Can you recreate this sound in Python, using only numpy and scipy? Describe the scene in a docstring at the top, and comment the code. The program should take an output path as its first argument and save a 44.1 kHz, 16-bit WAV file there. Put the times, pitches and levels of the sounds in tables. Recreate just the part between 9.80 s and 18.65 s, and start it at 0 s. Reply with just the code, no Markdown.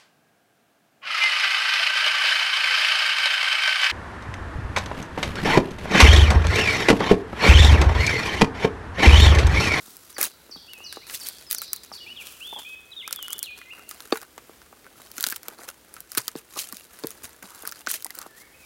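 """Prying bark off a rotten log

A hatchet pries loose bark off a rotten log on the forest floor, close to one microphone.
Fibres crackle and snap as noise bursts, and flakes of bark ring as short decaying sines.
The soft log answers with dull knocks, sums of damped modes; leaves rustle as dense tiny contacts.
Songbirds whistle gliding sines among echoing trees, over a wash of coloured noise."""
import sys
import numpy as np
from scipy import signal
from scipy.io import wavfile
from scipy.ndimage import uniform_filter1d

SR = 44100
rng = np.random.default_rng(int(sys.argv[2]) if len(sys.argv) > 2 else 0)


def inscribe(sig):
    """Save sig as 16-bit PCM at rate SR to the path in sys.argv[1].

    A 1-D sig is mono; a 2-D sig holds one channel per row.
    Samples are clipped to [-1, 1] before scaling.
    """
    pcm = np.round(np.clip(np.atleast_2d(sig).T, -1, 1) * 32767)
    wavfile.write(sys.argv[1], SR, pcm.astype(np.int16))


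N = 390285  # length in samples


def amp(db):
    """Level definition: decibels become an amplitude gain."""
    return 10 ** (np.asarray(db) / 20)


def unit(x):
    """Energy normalisation: the squares sum to 1."""
    return x / np.sqrt(np.sum(x ** 2) + 1e-20)


def evened(x):
    """Power normalisation: the rms becomes 1."""
    return unit(x) * np.sqrt(len(x))


def add(mix, s, sound):
    """Superposition: a sound is summed into the mix from time s on."""
    part = mix[max(round(s * SR), 0):][:len(sound)]
    part += sound[:len(part)]


def colour(points, size=2048):
    """Minimum phase: a spectrum becomes a causal impulse response of energy 1."""
    f, db = np.transpose(points)
    hz = abs(np.fft.fftfreq(size, 1 / SR))
    log_gain = np.log(amp(np.interp(np.log(hz + 1), np.log(f), db)))
    # the Hilbert transform of the log gain gives the phase
    spectrum = np.exp(np.conj(signal.hilbert(log_gain)))
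    return unit(np.fft.ifft(spectrum).real[:size // 2])


def through(x, response):
    """Linear filtering: convolution with a response, cut to the input length."""
    return signal.oaconvolve(x, response)[:len(x)]


def fade(t, t60):
    """Exponential decay: the level falls by 60 dB in t60 seconds."""
    return np.exp(-np.log(1000) * t / t60)


def decaying_sine(t, hz, t60):
    """Damped resonance: a single mode rings and loses its energy exponentially."""
    return np.sin(2 * np.pi * hz * t) * fade(t, t60)


def wander(count, size):
    """Slow random modulation: noise of rms 1, smoothed over size samples."""
    noise = rng.standard_normal(count + size)
    smooth = uniform_filter1d(uniform_filter1d(noise, size), size // 2)
    return evened(smooth[:count])


def fracture(t, spectrum, break_t60, scatter_db, scatter_t60):
    """Impulsive fracture: fibres split in a burst that peaks in under 1 ms; the litter scatters it."""
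    burst = unit(rng.standard_normal(len(t)) * fade(t, break_t60) * t)
    scatter = unit(rng.standard_normal(len(t)) * fade(t, scatter_t60))
    return unit(through(burst + amp(scatter_db) * scatter, colour(spectrum)))


def grains(per_s, spread_db, hiss, clump_db):
    """Granular excitation: uneven tiny breaks in clumps over sliding hiss, held to an even local rms."""
    size = amp(spread_db * np.minimum(rng.exponential(1, N), 3))
    clicks = evened(size * rng.choice([-1, 1], N) * (rng.random(N) < per_s / SR))
    contact = clicks + hiss * rng.standard_normal(N)
    drive = contact * amp(clump_db * wander(N, size=300))
    return drive / np.sqrt(uniform_filter1d(drive ** 2, size=2600))


# relative spectrum of the air in the trees: f/Hz, density/dB
FOREST_SPECTRUM = [(20, -30), (40, -8), (65, 4), (110, -3.5), (200, -3), (350, 0), (700, -7.5), (1300, -9),
                   (2500, -10), (6000, -13.5), (16000, -14.5)]
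FOREST_DB = -56


def forest(swell_db=1.18):
    """Broadband ambience: air in the trees is a quiet, slowly swelling wash of filtered noise."""
    wash = through(rng.standard_normal(N), colour(FOREST_SPECTRUM, size=8192))
    return amp(FOREST_DB + swell_db * wander(N, size=12000)) * wash


# syllables as pitch and level curves: t/s from the syllable's start, f/Hz, relative level/dB
CHIP_CURVE = [(0, 6450, 15), (.009, 4850, 2.5), (.023, 4250, -0.5), (.042, 4650, -1.5), (.053, 4180, -5),
              (.063, 3400, 1), (.074, 3035, -14), (.1, 3870, -11)]  # plunges, then descends unevenly and lifts at the end
SLUR_CURVE = [(0, 6600, 19), (.012, 5150, 3.5), (.03, 4550, 8), (.048, 4150, 2), (.072, 3900, 3),
              (.09, 3250, -13), (.105, 3700, -3.5), (.14, 4200, 2)]  # falls, dips and lifts again
GLIDE_CURVE = [(0, 5060, -6), (.012, 5190, -1), (.04, 4890, -2), (.08, 4650, -6), (.1, 4200, 2),
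               (.118, 3100, 0)]  # sinks slowly, then plunges
# when each syllable is sung: t/s, level/dB added to the curve's level
CHIP_TIMES = [(.708, -40), (1.402, -39.5), (2.12, -39.5)]
SLUR_TIMES = [(0.334, -50.5), (1.036, -44), (1.755, -43)]
GLIDE_TIMES = [(1.66, -45.5), (1.868, -45)]
# free whistles: t/s, length/s, level/dB, list of f/Hz at even steps from start to end
WHISTLES_SUNG = [(0.875, 0.2, -44, [2455, 2950, 2690, 2540, 2733, 2914, 2870]),
                 (1.207, 0.058, -50, [2000, 2200, 2590, 2200]),
                 (2.198, 0.054, -41, [3120, 2904, 2940, 2500]),
                 (2.259, 0.076, -38, [2217, 2670, 2920, 2930]),
                 (2.359, 0.068, -36, [3930, 3070, 2634, 2150]),
                 (2.603, 0.2, -35.5, [2415, 3437, 3493, 2996]),
                 (2.844, 0.11, -38.5, [2350, 2542, 2548, 2554]),
                 (3.112, .036, -39.5, [3630, 3880, 3280, 3160]),
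                 (3.16, 0.066, -33, [3760, 3667, 3350, 2380]),
                 (3.221, 0.053, -41.5, [2600, 2060, 2450, 2200]),
                 (3.353, 0.12, -35.5, [3630, 3257, 2938, 3020]),
                 (3.49, 0.059, -35, [2840, 3036, 3350, 3530]),
                 (3.629, 0.12, -37, [4240, 3900, 2927, 2483, 2454, 2465, 2520]),
                 (3.847, 0.059, -47, [2020, 2070, 2130]), (3.899, 0.043, -36, [2150, 2745, 2810, 2400]),
                 (8.469, 0.21, -52, [1933, 1718, 1890, 2186, 2140]),
                 (8.732, 0.12, -52, [2480, 2600, 2550, 2200])]
# the chirping bird sits deep in the leaves; the others are heard drier
CHIRP_ECHO_DB, GLIDE_ECHO_DB, WHISTLE_ECHO_DB = 6.5, -8, -2.5


def notes():
    """Frequency modulation: yields each note's start/s, pitch curve/Hz, level/dB and echo share/dB."""
    sung_syllables = [
        (CHIP_CURVE, CHIP_TIMES, CHIRP_ECHO_DB),
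        (SLUR_CURVE, SLUR_TIMES, CHIRP_ECHO_DB),
        (GLIDE_CURVE, GLIDE_TIMES, GLIDE_ECHO_DB),
    ]
    for syllable, sung, echo_db in sung_syllables:
        ages, pitches, levels = np.transpose(syllable)
        age = np.arange(0, ages[-1], 1 / SR)
        for s, db in sung:
            yield s, np.interp(age, ages, pitches), db + np.interp(age, ages, levels), echo_db
    for s, length, db, pitches in WHISTLES_SUNG:
        # a polynomial glides smoothly through all the given pitches
        arch = np.polyfit(np.linspace(0, 1, len(pitches)), pitches, len(pitches) - 1)
        yield s, np.polyval(arch, np.linspace(0, 1, int(length * SR))), db, WHISTLE_ECHO_DB


NOTE_FADE_S = 0.01
ECHO_PER_FAINT_DB = 1.1  # dB more echo for each dB that a note is fainter than a close one


def birds(direct_db=-0.1, leaves_db=-6, leaves_t60=0.11, near_db=-1, near_t60=0.27,
          far_db=-1.5, far_t60=0.77, flutter_db=0.8, waver=0.0038, close_db=-45, clump_db=3):
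    """Reverberation: leaves blur the whistles; near trunks and the deeper forest throw them back."""
    direct, song, t = np.zeros(N), np.zeros(N), np.arange(SR) / SR
    for s, hz, db, wet_db in notes():
        # a fainter note comes from further off, so more of it is echo and it wavers more
        faintness_db = max(close_db - np.mean(db), 0)
        echo = amp(ECHO_PER_FAINT_DB * faintness_db + wet_db)
        hz = hz * (1 + waver * echo * wander(len(hz), size=120))
        edges = signal.windows.tukey(len(hz), 2 * NOTE_FADE_S * SR / len(hz))
        loudness = amp(db + flutter_db * wander(len(hz), size=300)) * edges
        # direct and echo shares keep a constant summed power
        note = loudness * np.sin(2 * np.pi * np.cumsum(hz) / SR) / np.hypot(1, echo)
        add(direct, s, note)
        add(song, s, note * echo)

    def echoes(t60):
        """Clustered reflections: trees stand in groups, so their echoes arrive in clumps."""
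        return unit(rng.laplace(size=SR) * amp(clump_db * wander(SR, size=700)) * fade(t, t60))

    leaves, near, far = echoes(leaves_t60), echoes(near_t60), echoes(far_t60)
    # the high notes scatter most
    highpass = signal.butter(2, 4000, "high", fs=SR, output="sos")
    scattered = signal.sosfilt(highpass, song)
    near_echo = amp(near_db) * through(scattered, near)
    blur = through(song, amp(leaves_db) * leaves + amp(far_db) * far)
    return amp(direct_db) * direct + near_echo + blur


# relative spectra of fine crackle and of woody scrape: f/Hz, density/dB
CRACKLE_SPECTRUM = [(200, -15.5), (900, -16.5), (2000, -3.5), (4000, 1.5), (7000, 0), (11000, 1.5),
                    (16000, -2)]
SCRAPE_SPECTRUM = [(30, -48), (160, 1), (330, 3.5), (600, -3.5), (900, 0.5), (1350, 8), (2100, 3.5),
                   (3500, -14), (8000, -10)]
# something brushes lightly over dry leaves or cloth: t/s, length/s, drive level/dB
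BRUSH_STROKES = [(0, 0.16, -49), (0.16, 0.14, -54), (2.402, 0.15, -46.5), (2.552, 0.2, -50.5),
                 (2.726, 0.22, -54.5), (8.565, 0.064, -50), (8.786, 0.12, -57)]


def brushes(woody_db=-9, arch=0.22):
    """Dense contact noise: a light touch makes so many tiny contacts that they merge into a hiss."""
    t, power = np.arange(N) / SR, np.zeros(N)
    for s, length, db in BRUSH_STROKES:
        near = (t > s) & (t < s + length)
        power[near] += amp(db) ** 2 * abs(np.sin(np.pi * (t[near] - s) / length)) ** arch
    contacts = grains(per_s=4000, spread_db=1.5, hiss=0.46, clump_db=2.5)
    response = colour(CRACKLE_SPECTRUM) + amp(woody_db) * colour(SCRAPE_SPECTRUM)
    return np.sqrt(power) * through(contacts, response)


# the log settling into the soil: t/s, f/Hz, energy level/dB
SOIL_THUMPS = [(0.76, 168, -27), (6.382, 122, -17), (6.556, 160, -20), (6.929, 189, -20.5),
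               (7.241, 143, -19), (7.442, 85, -23), (7.637, 190, -20)]


def thumps(t60=0.061):
    """Heavily damped ground motion: soft soil gives under the log with a short, low swell."""
    out, t = np.zeros(N), np.arange(SR // 4) / SR
    for s, hz, db in SOIL_THUMPS:
        add(out, s, amp(db) * unit(decaying_sine(t, hz, t60) * np.sqrt(t)))
    return out


# short rasps of wood rubbing: t/s, length/s, resonance f/Hz, level/dB before radiation
WOOD_RASPS = [(2.725, 0.011, 870, -37.5), (2.753, 0.051, 885, -43.5), (6.757, 0.028, 1126, -38.5),
              (7.643, 0.31, 1230, -54.5), (8.253, 0.0156, 864, -42), (8.297, 0.015, 2000, -43),
              (8.352, 0.14, 1280, -52)]
RASP_DRIFT = .5  # log-frequency shift either way, per root second of rubbing


def rasps(dull=0.25, count=11):
    """Stick-slip: uneven slips drive a woody resonance that shifts from slip to slip, more in long rasps."""
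    out, t = np.zeros(N), np.arange(1024) / SR
    for s, length, hz, db in WOOD_RASPS:
        size = int(length * SR)
        slips = rng.standard_normal(size) ** 3 * signal.windows.tukey(size, .5)
        spot = rng.integers(0, count, size)
        pitches = hz * np.exp(RASP_DRIFT * np.sqrt(length) * np.linspace(-1, 1, count))
        rasp = 0
        for k, f in enumerate(pitches):
            response = unit(decaying_sine(t, f, t60=.02)) + dull * colour(SCRAPE_SPECTRUM)
            rasp = rasp + signal.fftconvolve(slips * (spot == k), response)
        add(out, s, amp(db) * np.sqrt(size) * unit(rasp))
    return out


# a patch of bark gives way all at once: t/s, hold/s, fine crackle level/dB,
# woody scrape level/dB (both before the gains in tearing)
BARK_TEARS = [(0.295, 0.0067, -42, -51), (0.38, 0.02, -31.5, -32.5), (0.407, 0.046, -30, -39.5),
              (0.973, 0.051, -55.5, -57), (1.126, 0.011, -44.5, -53), (1.335, 0.011, -29.5, -58),
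              (1.699, 0.017, -33.5, -49), (1.82, 0.023, -41.5, -67), (1.938, 0.014, -48, -66),
              (2.029, 0.0086, -45, -72), (2.127, 0.019, -44.5, -54), (2.785, 0.0067, -40, -46.5),
              (3.32, 0.012, -42.5, -49), (3.422, 0.022, -46, -54), (3.625, 0.01, -39, -62),
              (4.085, 0.021, -42, -63), (4.325, 0.046, -42.5, -44), (4.41, 0.0083, -50, -46),
              (5.875, 0.0068, -39, -43), (6.368, 0.0072, -30.5, -39), (6.556, 0.022, -44.5, -51),
              (6.767, 0.042, -30.5, -50), (7.278, 0.041, -47.5, -65), (7.429, 0.016, -38, -45),
              (7.622, 0.029, -46, -43.5), (7.864, 0.009, -37.5, -45), (8.082, 0.025, -29, -49),
              (8.127, 0.024, -32, -45.5)]
TEAR_ATTACK_S, TEAR_FALL_DB_PER_S = 0.0056, 438
# the blade or the loosened bark slides along the log: t/s, length/s, fine crackle level/dB,
# woody scrape level/dB (both before the gains in tearing)
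BLADE_DRAGS = [(1.264, 0.1, -38.5, -48), (1.381, 0.16, -39, -50), (1.486, 0.2, -48.5, -62),
               (1.74, .09, -48, -72), (3.463, 0.14, -51.5, -53.5), (3.759, 0.05, -49, -51),
               (3.92, 0.12, -57, -47.5), (4.114, 0.23, -49.5, -51), (5.03, 0.068, -73, -51.5),
               (5.143, 0.19, -52, -55), (5.324, 0.266, -40.5, -49), (5.627, 0.14, -54, -47.5),
               (5.778, 0.095, -47, -44.5), (6.103, 0.14, -54, -54.5), (6.282, 0.26, -46.5, -56),
               (6.686, 0.28, -44, -53.5), (6.886, 0.19, -48.5, -63), (7.09, 0.21, -49.5, -53),
               (7.296, 0.34, -56.5, -55.5), (7.63, 0.3, -48, -55), (7.94, 0.091, -46.5, -52),
               (8.145, 0.19, -53, -68), (8.3, 0.19, -49, -50)]
DRAG_ARCH = 0.61  # small: even pressure all along the stroke; large: a swell in its middle
# leaves stirring under the log and the knees between strokes
LITTER_CRACKLE_DB, LITTER_SCRAPE_DB = -63.5, -61


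def pressure():
    """Incoherent addition: powers of crackle and scrape sum; tears start fast and die, drags swell and ease."""
    t = np.arange(N) / SR
    power = np.outer(amp([LITTER_CRACKLE_DB, LITTER_SCRAPE_DB]) ** 2, np.ones(N))
    for s, hold, *db in BARK_TEARS:
        near = (t > s) & (t < s + hold + .5)
        age = t[near] - s
        attack = np.minimum(age / TEAR_ATTACK_S, 1)
        falling_s = np.maximum(age - TEAR_ATTACK_S - hold, 0)
        shape = attack * amp(-TEAR_FALL_DB_PER_S * falling_s)
        power[:, near] += np.outer(amp(db), shape) ** 2
    for s, length, *db in BLADE_DRAGS:
        near = (t > s) & (t < s + length)
        shape = abs(np.sin(np.pi * (t[near] - s) / length)) ** DRAG_ARCH
        power[:, near] += np.outer(amp(db), shape) ** 2
    return np.sqrt(power)


def crumbs(drive, low_hz=420, high_hz=1700, ring_t60=0.052, ring_db=-2, count=14):
    """Resonant excitation: each scrape grain shakes the log and rings a loose crumb at its own pitch."""
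    t, out = np.arange(2048) / SR, np.zeros(N)
    kind = np.repeat(rng.integers(0, count, N // 128 + 1), 128)[:N]
    for k, hz in enumerate(np.geomspace(low_hz, high_hz, count)):
        out += through(drive * (kind == k), unit(decaying_sine(t, hz, ring_t60)))
    return evened(through(drive, colour(SCRAPE_SPECTRUM)) + amp(ring_db) * out)


def tearing(crackle_gain_db=0.0, scrape_gain_db=-2.0, crush_db=-41, fibre_db=-7, fibre_t60=0.032):
    """Common excitation: parting fibres and crushed leaves also excite the wood under the blade."""
    t = np.arange(N) / SR
    force, rub = pressure()
    # light pressure breaks fibres one by one, hard pressure crushes many at once
    crush = force / (force + amp(crush_db))
    single = grains(per_s=260, spread_db=6.5, hiss=.25, clump_db=2)
    crushed = grains(per_s=2200, spread_db=0, hiss=0.48, clump_db=-2.5)
    fine = np.sqrt(1 - crush) * single + np.sqrt(crush) * crushed
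    coarse = grains(per_s=150, spread_db=5.5, hiss=.25, clump_db=2)
    # the short ring changes pitch at random among 16 kinds of fibre
    kind = np.repeat(rng.integers(0, 16, N // 64 + 1), 64)[:N]
    brief, crackle = t[:1024], np.zeros(N)
    for k, hz in enumerate(np.geomspace(2500, 13000, 16)):
        ring = unit(decaying_sine(brief, hz, fibre_t60))
        split = fracture(brief, CRACKLE_SPECTRUM, break_t60=.0007, scatter_db=-5, scatter_t60=.018)
        crackle += through(fine * (kind == k), unit(split + amp(fibre_db) * ring))
    scrape = crumbs(evened(np.sqrt(1 - crush) * coarse + 0.97 * fine))
    return crackle * force * amp(crackle_gain_db) + scrape * rub * amp(scrape_gain_db)


# blows on the log and the ground: t/s, energy level/dB of the deep thud, of the log's body,
# of its shell (before the gains in knocks and radiation)
LOG_BLOWS = [(0.078, -24, -26, -29), (0.386, -19, -10.5, -11.5), (0.694, -27, -23, -25.5),
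             (0.76, -19, -23, -22), (1.004, -31, -27, -22.5), (1.171, -39, -12, -12),
             (2.117, -33, -44, -12.5), (4.3246, 2.5, 11, 5), (4.579, -28, -19, -17.5),
             (4.695, -44, -18.5, -23), (4.928, -30, -26, -20.5), (5.2, -30, -30, -22),
             (5.383, -19, -19, -40), (5.468, -15.5, -23, -15.5), (5.523, -22, -20, -31),
             (5.684, -22, -16.5, -14.5), (5.792, -25, -21, -18), (6.374, -9.5, -4.5, -38),
             (6.481, -34, -21, -30), (6.5542, -7.5, -3.5, -19), (6.771, -38, -17, -17),
             (6.929, -14, -27, -28), (7.2376, -24, -6.5, -16), (7.2445, -27, 0.5, -24),
             (7.44, -24, -32, -29), (7.637, -22, -31, -20), (7.835, -23, -18, -20), (8.073, -14, -15, -14),
             (8.463, -22, -19, -15.5)]
# modes of the log: f/Hz, relative level/dB, t60/s
# the first two are the thud, the next three the body, the rest the shell
LOG_MODES = [(235, -8, 0.047), (247, 16, 0.023), (358, 8.5, 0.02), (446.5, -7.5, 0.12), (530, -21, 0.0087),
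             (670, 2, 0.039), (813, 9.5, 0.048), (923, 13, 0.019), (1163, 18, 0.016)]
# relative spectrum of crumbling rotten fibres: f/Hz, density/dB
CRUMBLE_SPECTRUM = [(150, -18.5), (300, -5), (1100, 0.5), (4000, -23)]


def knocks(body_gain_db=-1, shell_gain_db=-1, crumble_db=-14, crumble_t60=0.055):
    """Modal synthesis: the struck spot decides which brief modes of damp wood speak; fibres crumble."""
    out, t = np.zeros(N), np.arange(SR // 4) / SR
    modes = np.array([amp(db) * decaying_sine(t, hz, t60) for hz, db, t60 in LOG_MODES])
    thud, body, shell = (unit(group.sum(0)) for group in np.split(modes, [2, 5]))
    for s, thud_db, body_db, shell_db in LOG_BLOWS:
        ring = amp(thud_db) * thud
        ring = ring - amp(body_db + body_gain_db) * body  # opposite in phase
        ring = ring + amp(shell_db + shell_gain_db) * shell
        noise = rng.laplace(size=len(t)) * fade(t, crumble_t60)
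        crumble = unit(through(noise, colour(CRUMBLE_SPECTRUM)))
        add(out, s, ring + amp(crumble_db) * np.linalg.norm(ring) * crumble)
    return out


# the hatchet's head strikes the log: t/s, energy level/dB before radiation
HEAD_STRIKES = [(4.322, -9), (4.3247, 0.5), (6.554, -23.5), (7.237, -14)]
# modes of the damped steel: f/Hz, relative level/dB, t60/s
BLADE_MODES = [(2770, -2, 0.013), (3700, 5, 0.017), (4200, 5, 0.01), (4500, 3, 0.03)]


def strike():
    """Contact damping: the steel clacks in a few modes, damped at once by the wood."""
    out, t = np.zeros(N), np.arange(2048) / SR
    clack = unit(sum(amp(db) * decaying_sine(t, hz, t60) for hz, db, t60 in BLADE_MODES))
    for s, db in HEAD_STRIKES:
        add(out, s, amp(db) * clack)
    return out


# the clearest breaks of bark and fibre: t/s, energy level/dB of the sharp tick, of the crack,
# of the ringing flake (all before radiation), flake f/Hz
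BARK_SNAPS = [(0.168, -13, -40, -36, 2400), (0.367, -32, -28, -14, 1940), (0.3826, -8, -13, -9, 1620),
              (0.4071, -20, -15, -10, 1730), (0.4126, -1, -22, -7.5, 2200), (0.4133, 6, -24, -25, 1400),
              (0.4217, -11, -22, -11, 2000), (0.427, -1, -25, -18, 1490), (0.4295, 7, -0.5, -10.5, 1120),
              (0.4325, 0, -9, -15, 1710), (0.4377, -6, -18, -10, 1600), (0.4409, 3.5, -21, -18, 1230),
              (0.4533, -1, -22, -20, 1160), (0.9344, -14, -18, -25, 2210), (1.1262, -10, -13.5, -17, 1610),
              (1.2981, -28, -14, -17, 2000), (1.3105, -17, -28, -19, 1650), (1.4648, -11, -15, -22, 1590),
              (1.4698, -3, -11, -32, 1690), (1.4868, -2.5, -29, -20.5, 1460),
              (1.7117, 2.5, -5, -17.5, 1920), (1.721, -2, -19, -27, 2330), (1.7286, 3.5, -12, -17, 1480),
              (1.7482, 1.5, -14, -17.5, 1490), (1.784, -4.5, -24, -25, 1510),
              (1.818, -3.5, -16, -11.5, 1330), (1.932, 4, -6.5, -16, 1270), (1.9625, -9.5, -35, -36, 1400),
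              (2.47, -17, -15.5, -31, 1250), (3.2775, -7.5, -15, -10, 1320),
              (3.3093, -11, -22, -14.5, 1380), (3.3273, 2.5, -4, -17.5, 1450), (3.361, -8, -24, -25, 1210),
              (3.4272, -7.5, -22, -26, 1830), (3.39, -32, -28, -17.5, 1190),
              (3.482, -11.5, -23, -15.5, 1400), (3.5052, -9.5, -28, -21, 1200),
              (3.525, -14, -26, -31, 1400), (3.5307, 0, -11.5, -19.5, 1200), (3.582, -12, -36, -29, 1800),
              (3.5915, -5, -37, -36, 2110), (3.6292, 1.5, -13, -24, 2330), (3.815, -33, -36, -16.5, 1990),
              (4.092, -11, -37, -42, 2420), (4.112, -11, -16.5, -15, 1250), (4.2043, -19, -16.5, -21, 1340),
              (4.3252, -30, -16, 0, 950), (4.357, -22, -29, -7.5, 1470), (4.372, -13, -24, -15, 1400),
              (4.416, -17, -20, -25, 1300), (4.4294, -20, -28, -17.5, 1190),
              (4.5793, -24, -20.5, -15, 1170), (4.817, -38, -29.5, -25, 1500),
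              (5.316, -14.5, -22, -45, 1420), (5.381, -6.5, -8.5, -10.5, 1450),
              (5.4005, -16, -16, -20, 1490), (5.408, 1, -9.5, -24, 1740), (5.4274, 0.5, -21, -21, 1440),
              (5.4402, 2, 4, -2.5, 1460), (5.466, 0, -3, -17, 1400), (5.4702, 1.5, -7, -15, 1420),
              (5.487, -2.5, -13, -16, 1520), (5.5006, -6, -19, -27, 1570), (5.5063, -4, -16, -22, 1680),
              (5.5154, -8, -25, -29, 1700), (5.524, -5, -13, -4.5, 1590), (5.561, -8.5, -16, -27, 1500),
              (5.5643, -8, -15.5, -21, 1360), (5.632, -17, -24, -29, 1500),
              (5.6836, -5.5, -14.5, -20, 1520), (5.8886, -13.5, -14.5, -14, 1430),
              (6.1406, -14, -37, -27, 1620), (6.166, -29, -41, -16, 1325), (6.205, -10.5, -28, -39, 1440),
              (6.3184, -7, -23, -21, 1440), (6.35, -8, -13, -13.5, 1550), (6.3748, 3, -3, -3, 1270),
              (6.3785, 2, -0.5, -5.5, 1500), (6.382, 5, 0, -14, 1280), (6.397, -19, -26, -15, 1000),
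              (6.4805, -3, -4.5, -17.5, 1290), (6.481, -4, -7, -12, 1260), (6.7904, -25, -3.5, -18, 2250),
              (6.9254, -9, -16.5, -15.5, 1150), (6.9688, -10.5, -16.5, -40, 2150),
              (7.237, -26, -14, -13, 1110), (7.2702, -3, -15, -26, 1750), (7.306, -11.5, -22, -26, 1250),
              (7.8234, -11.5, -34, -37, 1310), (7.8524, -15, -34, -10, 1510), (7.875, -1.5, -17, -15, 1210),
              (7.9148, -10, -32, -35, 1400), (7.9226, -10, -14, -14, 1360), (8.065, -21, -13.5, -22, 1950),
              (8.0715, -32, -7, 1.5, 1480), (8.1023, -2, -15, -14, 1780), (8.1145, 2.5, -20, -19, 1120),
              (8.14, -5, -10, -12, 1830), (8.224, -11, -18.5, -29, 1500), (8.2461, -1, -22, -23, 1980),
              (8.2653, -12, -22, -20, 2000), (8.3059, -13.5, -16.5, -25, 2000),
              (8.3527, -12, -37, -27, 1370), (8.3883, -6.5, -18, -21, 1480), (8.416, -14, -17, -17.5, 1180)]
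# relative spectra of tick, crack and the flake's splinters: f/Hz, density/dB
TICK_SPECTRUM = [(2500, -27), (5000, -7.5), (7000, -4.5), (11000, 0.5), (16000, -1)]
CRACK_SPECTRUM = [(900, -17.5), (2200, -6), (3800, 1), (5500, 2.5), (8000, -7), (14000, -35)]
SPLINTER_SPECTRUM = [(60, -36), (250, -21), (700, -12), (1400, 6), (2300, -0.5), (4500, -19)]


def snaps(flake_t60=0.023, splinter=0.78):
    """Release of strain: each break ticks, cracks and sets the freed flake of bark ringing."""
    out, t = np.zeros(N), np.arange(2048) / SR
    for s, tick_db, crack_db, flake_db, hz in BARK_SNAPS:
        tick = fracture(t, TICK_SPECTRUM, break_t60=0.0015, scatter_db=-8.5, scatter_t60=0.031)
        crack = fracture(t, CRACK_SPECTRUM, break_t60=0.0013, scatter_db=-6, scatter_t60=0.028)
        ring = unit(decaying_sine(t, hz, flake_t60))
        splinters = fracture(t, SPLINTER_SPECTRUM, break_t60=0.0032, scatter_db=3.0, scatter_t60=0.06)
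        flake = unit(ring + splinter * splinters)
        add(out, s, amp(tick_db) * tick + amp(crack_db) * crack + amp(flake_db) * flake)
    return out


def radiated(x, corner_hz=185):
    """Radiation efficiency: a thin log radiates little bass, as a high-pass filter."""
    return signal.sosfilt(signal.butter(4, corner_hz, "high", fs=SR, output="sos"), x)


def scene():
    """Superposition: the forest, the birds and the work on the log sum in one channel."""
    background = forest() + birds() + brushes()
    wood = radiated(rasps() + knocks() + strike() + snaps())
    return (background + thumps() + tearing() + wood)[None]


EDGE_HZ = 16100


def record(dry):
    """Band limitation: the recorder passes only what lies below its upper edge."""
    lowpass = signal.firwin(301, EDGE_HZ, window=("kaiser", 8), fs=SR)
    return signal.oaconvolve(dry, lowpass[None], "same")


dry = scene()
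out = record(dry)
inscribe(out)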